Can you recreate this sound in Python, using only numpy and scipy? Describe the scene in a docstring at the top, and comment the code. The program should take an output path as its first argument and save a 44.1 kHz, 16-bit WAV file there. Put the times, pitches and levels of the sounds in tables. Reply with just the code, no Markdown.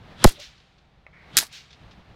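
"""On the concrete strip beside a practice wall, a tennis racket is smashed twice near the microphone.
Each swing swishes as air passes the strings; then snapping fibres crack and set the frame ringing.
The first blow overloads the microphone into a falling thump. Wall, fence and houses reflect the sound
over a distant knock, a quiet town, light wind and the rustle of clothes and shoes."""
import sys
import numpy as np
from scipy import signal
from scipy.fft import rfft, irfft
from scipy.io import wavfile

SR = 44100
rng = np.random.default_rng(int(sys.argv[2]) if len(sys.argv) > 2 else 0)


def store_pcm(level_fs):
    """Save levels as 16-bit WAV."""
    pcm = np.round(np.clip(level_fs, -1, 1) * 32767).astype(np.int16)
    wavfile.write(sys.argv[1], SR, np.atleast_2d(pcm).T)


N = 94815
T = np.arange(N) / SR

# the two smashes (impact time [s], swish level [dB], swish rise [s], gain into the court [dB],
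# extra gain towards the far echoes [dB])
SMASHES = [(.241, -32, 0.034, 1, -10), (1.368, -35.5, 0.025, -1.5, 0)]


def racket():
    """Brittle fracture: snapping fibres radiate noise bursts and excite the frame's damped modes."""
    # cracks of the frame (time [s], level [dB], decay [s], share that rings the frame [ratio])
    cracks = [(0.2412, -3, 0.0031, 0.3), (.2478, -15, 0.0006, 0.22), (0.261, -29, .002, .3),
              (0.271, -25.5, 0.0037, 0.37), (1.369, 2, 0.00075, 0.47), (1.37, -1.5, 0.0012, 1),
              (1.3746, -8, 0.0019, .9), (1.3771, -13, 0.0014, .9), (1.3852, 1.5, 0.00081, 1),
              (1.3886, -6.5, .001, 1), (1.3914, -15.5, 0.00065, .8), (1.401, -20, 0.001, .7),
              (1.409, -29.5, .002, .7), (1.426, -31.5, .002, .3), (1.467, -42, 0.0027, .3)]
    # crunch of splinters and grit (time [s], level [dB], decay [s])
    crunches = [(.26, -25, 0.016), (1.372, -13.5, .014)]
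    # fracture spectrum (frequency [Hz], relative level [dB])
    crack_spectrum = [(60, -23), (300, -20), (900, -23), (1500, -6), (2600, -9), (3800, 1), (5700, -3),
                      (7000, -1.5), (9000, -5.5), (13000, -7), (16000, -20)]
    # modes of the frame (frequency [Hz], relative level [dB])
    frame_modes = [(3526, -38), (4113, -39), (4484, -39.5), (5163, -32.5), (5572, -46), (6180, -45.5),
                   (6315, -44), (6874, -38.5), (7241, -38), (8010, -43.5), (8710, -47), (10056, -48),
                   (10492, -41), (10971, -44.5)]
    attack_s, frame_t60_s = .00026, .065
    force = sum(undb(db) * burst(at, attack_s, decay) for at, db, decay, _ in cracks)
    shake = sum(share * undb(db) * burst(at, attack_s, decay) for at, db, decay, share in cracks)
    crunch = sum(undb(db) * burst(at, .0034, decay) for at, db, decay in crunches)
    fibres = rng.standard_normal(N) * undb(-rng.standard_normal(N))  # 1 dB of random spread
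    fibres /= fibres.std()
    ring = sum(undb(db) * np.sin(2 * np.pi * hz * T) for hz, db in frame_modes)
    ring *= np.exp(-np.log(1000) * T / frame_t60_s)
    direct = through((force + crunch) * fibres, colour(crack_spectrum))
    return direct + through(shake * fibres, with_gain(ring, db=-8.5))


def swish():
    """Turbulence: air through the strings grows louder with the swing and stops at the ground."""
    # airflow spectrum (frequency [Hz], relative level [dB])
    air_spectrum = [(50, -3.5), (190, 7.5), (350, -8), (1600, -6.5), (2400, -13), (3400, -3.5),
                    (5500, -19.5), (10000, -34), (15000, -47.5)]
    envelope = np.zeros(N)
    for at, db, rise, _, _ in SMASHES:
        width_s = np.where(T < at, rise, .004)
        envelope += undb(db) * np.exp(-(np.abs(T - at) / width_s) ** 1.2)
    return envelope * noise(air_spectrum)


def bumps():
    """Impact: each brief contact of the bouncing frame with the concrete gives a dull knock."""
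    # contacts (time [s], level [dB], decay [s])
    contacts = [(.246, -15, .005), (.2735, -15.5, .002), (1.3935, -35.5, .005), (1.4265, -29.5, 0.0049)]
    # impact spectrum (frequency [Hz], relative level [dB])
    bump_spectrum = [(80, -3.5), (400, -4), (700, 6), (1050, -7.5), (1700, -4), (2600, -14), (6000, -30.5),
                     (15000, -46.5)]
    envelope = sum(undb(db) * burst(at, .0005, decay) for at, db, decay in contacts)
    return envelope * noise(bump_spectrum)


def twangs():
    """Resonance: noise-driven narrow rings, perhaps of slack strings and the scraping frame."""
    # rings (peak time [s], frequency [Hz], bandwidth [Hz], level [dB], half-length [s])
    rings = [(.315, 370, 60, -50, 0.031), (0.3953, 595, 32, -46, 0.017), (0.28, 3470, 750, -37, 0.028),
             (0.359, 3530, 920, -49.5, 0.027)]
    out = np.zeros(N)
    for at, hz, bandwidth, db, half_length in rings:
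        resonance = np.sin(2 * np.pi * hz * T) * np.exp(-np.pi * bandwidth * T)
        ringing = through(rng.standard_normal(N), with_gain(resonance, db))
        out += ringing * np.exp(-((T - at) / half_length) ** 2)
    return out


def overload():
    """Overload recovery: the microphone swings ever more slowly, sticks, and drifts back to rest."""
    # falling swings (time [s], start frequency [Hz], glide [s], hold [s], release [s], drive [dB])
    swings = [(.2442, 2270, .0017, .0057, .0003, 1), (.2502, 1100, .0039, .0235, .007, 1)]
    out = np.zeros(N)
    for at, hz, glide, hold, release, db in swings:
        age = np.maximum(T - at, 0)
        cycles = hz * glide * (1 - np.exp(-age / glide))
        envelope = np.exp(-np.maximum(age - hold, 0) / release)
        out += undb(db) * np.sin(2 * np.pi * cycles) * envelope
    return out


def scatter(power, envelope, db, spectrum):
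    """Incoherent scattering: powers add, so the return is noise that follows the smeared source power."""
    returned_power = through(power, with_gain(envelope, db) ** 2)
    return np.sqrt(np.abs(returned_power)) * noise(spectrum)


def court(smash):
    """Diffuse reflection: court, wall, fence and houses answer in turn, with far echoes and a tail."""
    # spectra of the returns (frequency [Hz], relative level [dB])
    near_spectrum = [(100, -8), (600, -5.5), (1500, -0.5), (3000, -3), (4500, 2), (7000, -6.5),
                     (11000, -12), (16000, -21)]
    wall_spectrum = [(200, -10.5), (4000, -5.5), (10500, 1.5), (16000, -12)]
    fence_spectrum = [(200, -24), (2000, -8), (5500, -0.5), (8500, -7), (15000, -21)]
    house_spectrum = [(100, -22), (900, -22.5), (1600, -9), (2600, -3), (3900, -0.5), (6200, -7.5),
                      (9000, -26), (15000, -32)]
    far_spectrum = [(100, -13), (900, -29), (1600, -8), (3700, 0), (6000, -9.5), (9000, -35.5),
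                    (15000, -50)]
    tail_spectrum = [(100, -8), (700, -8), (2200, -0.5), (4000, -2), (7000, -16), (10000, -29.5),
                     (15000, -45)]
    # distinct far echoes (delay [s], relative level [dB], smear [s])
    echoes = [(0.335, -39, .008), (0.359, -38, 0.0022), (0.54, -40.5, .009)]
    tail_t60_s = 1.2
    impacts, _, _, court_db, far_db = np.array(SMASHES).T
    power = (smash * undb(np.interp(T, impacts, court_db))) ** 2
    # the fence and the far echoes mostly carry the first crack of each smash
    onset_power = power * sum(burst(at, .0001, .018) for at in impacts)
    far_power = onset_power * undb(np.interp(T, impacts, far_db)) ** 2
    near = scatter(power, swell(.0031, .0125), db=-17, spectrum=near_spectrum)
    wall = scatter(power, burst(.0475, .0005, .001), db=-23.5, spectrum=wall_spectrum)
    fence = scatter(onset_power, burst(.1575, .00041, .0013), db=-38.5, spectrum=fence_spectrum)
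    houses = scatter(power, swell(.14, .02), db=-25.5, spectrum=house_spectrum)
    far = sum(scatter(far_power, burst(delay, .00091, smear), db, far_spectrum)
              for delay, db, smear in echoes)
    tail = scatter(power, burst(.098, .05, tail_t60_s / np.log(1000)), db=-32, spectrum=tail_spectrum)
    return near + wall + fence + houses + far + tail


def distant_knock():
    """Impact and reflection: a hollow knock, perhaps a ball on another court, and its soft echo."""
    # spectra of the knock and its echo (frequency [Hz], relative level [dB])
    knock_spectrum = [(100, -31.5), (400, -40), (600, 8.5), (850, -15), (1200, 4), (1500, -8.5), (2150, 4),
                      (2800, -12), (5000, -30), (12000, -52)]
    echo_spectrum = [(200, -45), (1400, -7.5), (2200, 5), (2900, -22), (5000, -25.5), (12000, -52)]
    knock_s, echo_delay_s = 1.0655, .063
    envelope = burst(knock_s, .0005, .002) + undb(-20) * burst(knock_s, .003, .025)
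    direct = undb(-34.5) * noise(knock_spectrum) * envelope
    echo = undb(-52.5) * noise(echo_spectrum) * burst(knock_s + echo_delay_s, .005, .2)
    return direct + echo


def background():
    """Superposition of noises: a steady distant town, wind on the microphone, clothes and shoes."""
    # course of the rumble and rustle (time [s], wind level [dB], rustle level [dB])
    movement = [(0, -46.5, -55.5), (.12, -52, -49.5), (.22, -56, -59), (.35, -57, -67.5),
                (.7, -69.5, -65.5), (1.1, -61.5, -65.5), (1.31, -57, -51.5), (1.48, -59.5, -73.5),
                (1.72, -61.5, -61.5), (1.849, -50, -55), (1.94, -55.5, -56), (2, -48, -56),
                (2.04, -64, -58), (2.1, -48, -56), (2.15, -58.5, -56.5)]
    # spectra of the three noises (frequency [Hz], relative level [dB])
    wind_spectrum = [(20, -7.5), (65, -2), (110, -2), (170, -3.5), (280, -15), (700, -36.5), (4000, -68.5)]
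    rustle_spectrum = [(60, -6.5), (300, 1.5), (700, 2), (1600, -3), (4000, -9.5), (8000, -31),
                       (15000, -39.5)]
    town_spectrum = [(15, -39), (25, -7.5), (70, 5), (97, -9.5), (149, -0.5), (301, -25), (714, -19.5),
                     (775, -11), (1020, -35.5), (1100, -24), (2910, -30), (3340, -24.5), (16000, -73.5)]
    times, wind_db, rustle_db = np.array(movement).T
    wind = undb(np.interp(T, times, wind_db)) * noise(wind_spectrum)
    rustle = undb(np.interp(T, times, rustle_db)) * noise(rustle_spectrum)
    return undb(-61) * noise(town_spectrum) + wind + rustle


def undb(db):
    """The decibel scale: 20 dB is a factor of ten in amplitude."""
    return 10 ** (np.asarray(db) / 20)


def colour(spectrum):
    """Minimum-phase filter: a causal impulse response of unit energy with the given spectrum."""
    hz, db = np.array(spectrum).T
    size = 4096
    log_hz = np.log(np.fft.rfftfreq(size, 1 / SR) + 1)
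    log_gain = np.log(undb(np.interp(log_hz, np.log(hz), db)))
    cepstrum = irfft(log_gain)
    cepstrum[1:size // 2] *= 2  # fold onto positive time
    cepstrum[size // 2 + 1:] = 0
    response = irfft(np.exp(rfft(cepstrum)))
    return response / np.linalg.norm(response)


def through(x, response):
    """Convolution: a signal passes through a linear system."""
    return signal.fftconvolve(x, response)[:N]


def noise(spectrum):
    """Spectral shaping: filtered white noise, steady at an rms of about 1."""
    response = colour(spectrum)
    return signal.fftconvolve(rng.standard_normal(N + len(response) - 1), response, "valid")


def burst(start_s, attack_s, decay_s):
    """Exponential damping: an envelope that rises, then decays."""
    age = np.maximum(T - start_s, 0)
    return (1 - np.exp(-age / attack_s)) * np.exp(-age / decay_s)


def swell(delay_s, spread_s):
    """Spread of arrival times: the envelope of scattered sound builds softly and dies away."""
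    age = np.maximum(T - delay_s, 0) / spread_s
    return age ** 1.8 * np.exp(-age)


def with_gain(response, db):
    """Energy normalisation: scale an impulse response to an overall gain."""
    return response * undb(db) / np.linalg.norm(response)


def scene():
    """Superposition: the smashes, their reflections and the surroundings add in one channel."""
    smash = racket() + swish() + bumps()
    return (smash + court(smash) + twangs() + distant_knock() + background())[None]


def record(dry):
    """Saturation: the overload thump is added, peaks are softly clipped and the top treble is cut."""
    thump_limit, ceiling, cutoff_hz = .7, .72, 15800
    driven = dry + thump_limit * np.tanh(overload() / thump_limit)
    clipped = driven / (1 + (driven / ceiling) ** 6) ** (1 / 6)
    low_pass = signal.ellip(8, .2, 80, cutoff_hz, fs=SR, output="sos")
    return signal.sosfilt(low_pass, clipped)


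dry = scene()
out = record(dry)
store_pcm(out)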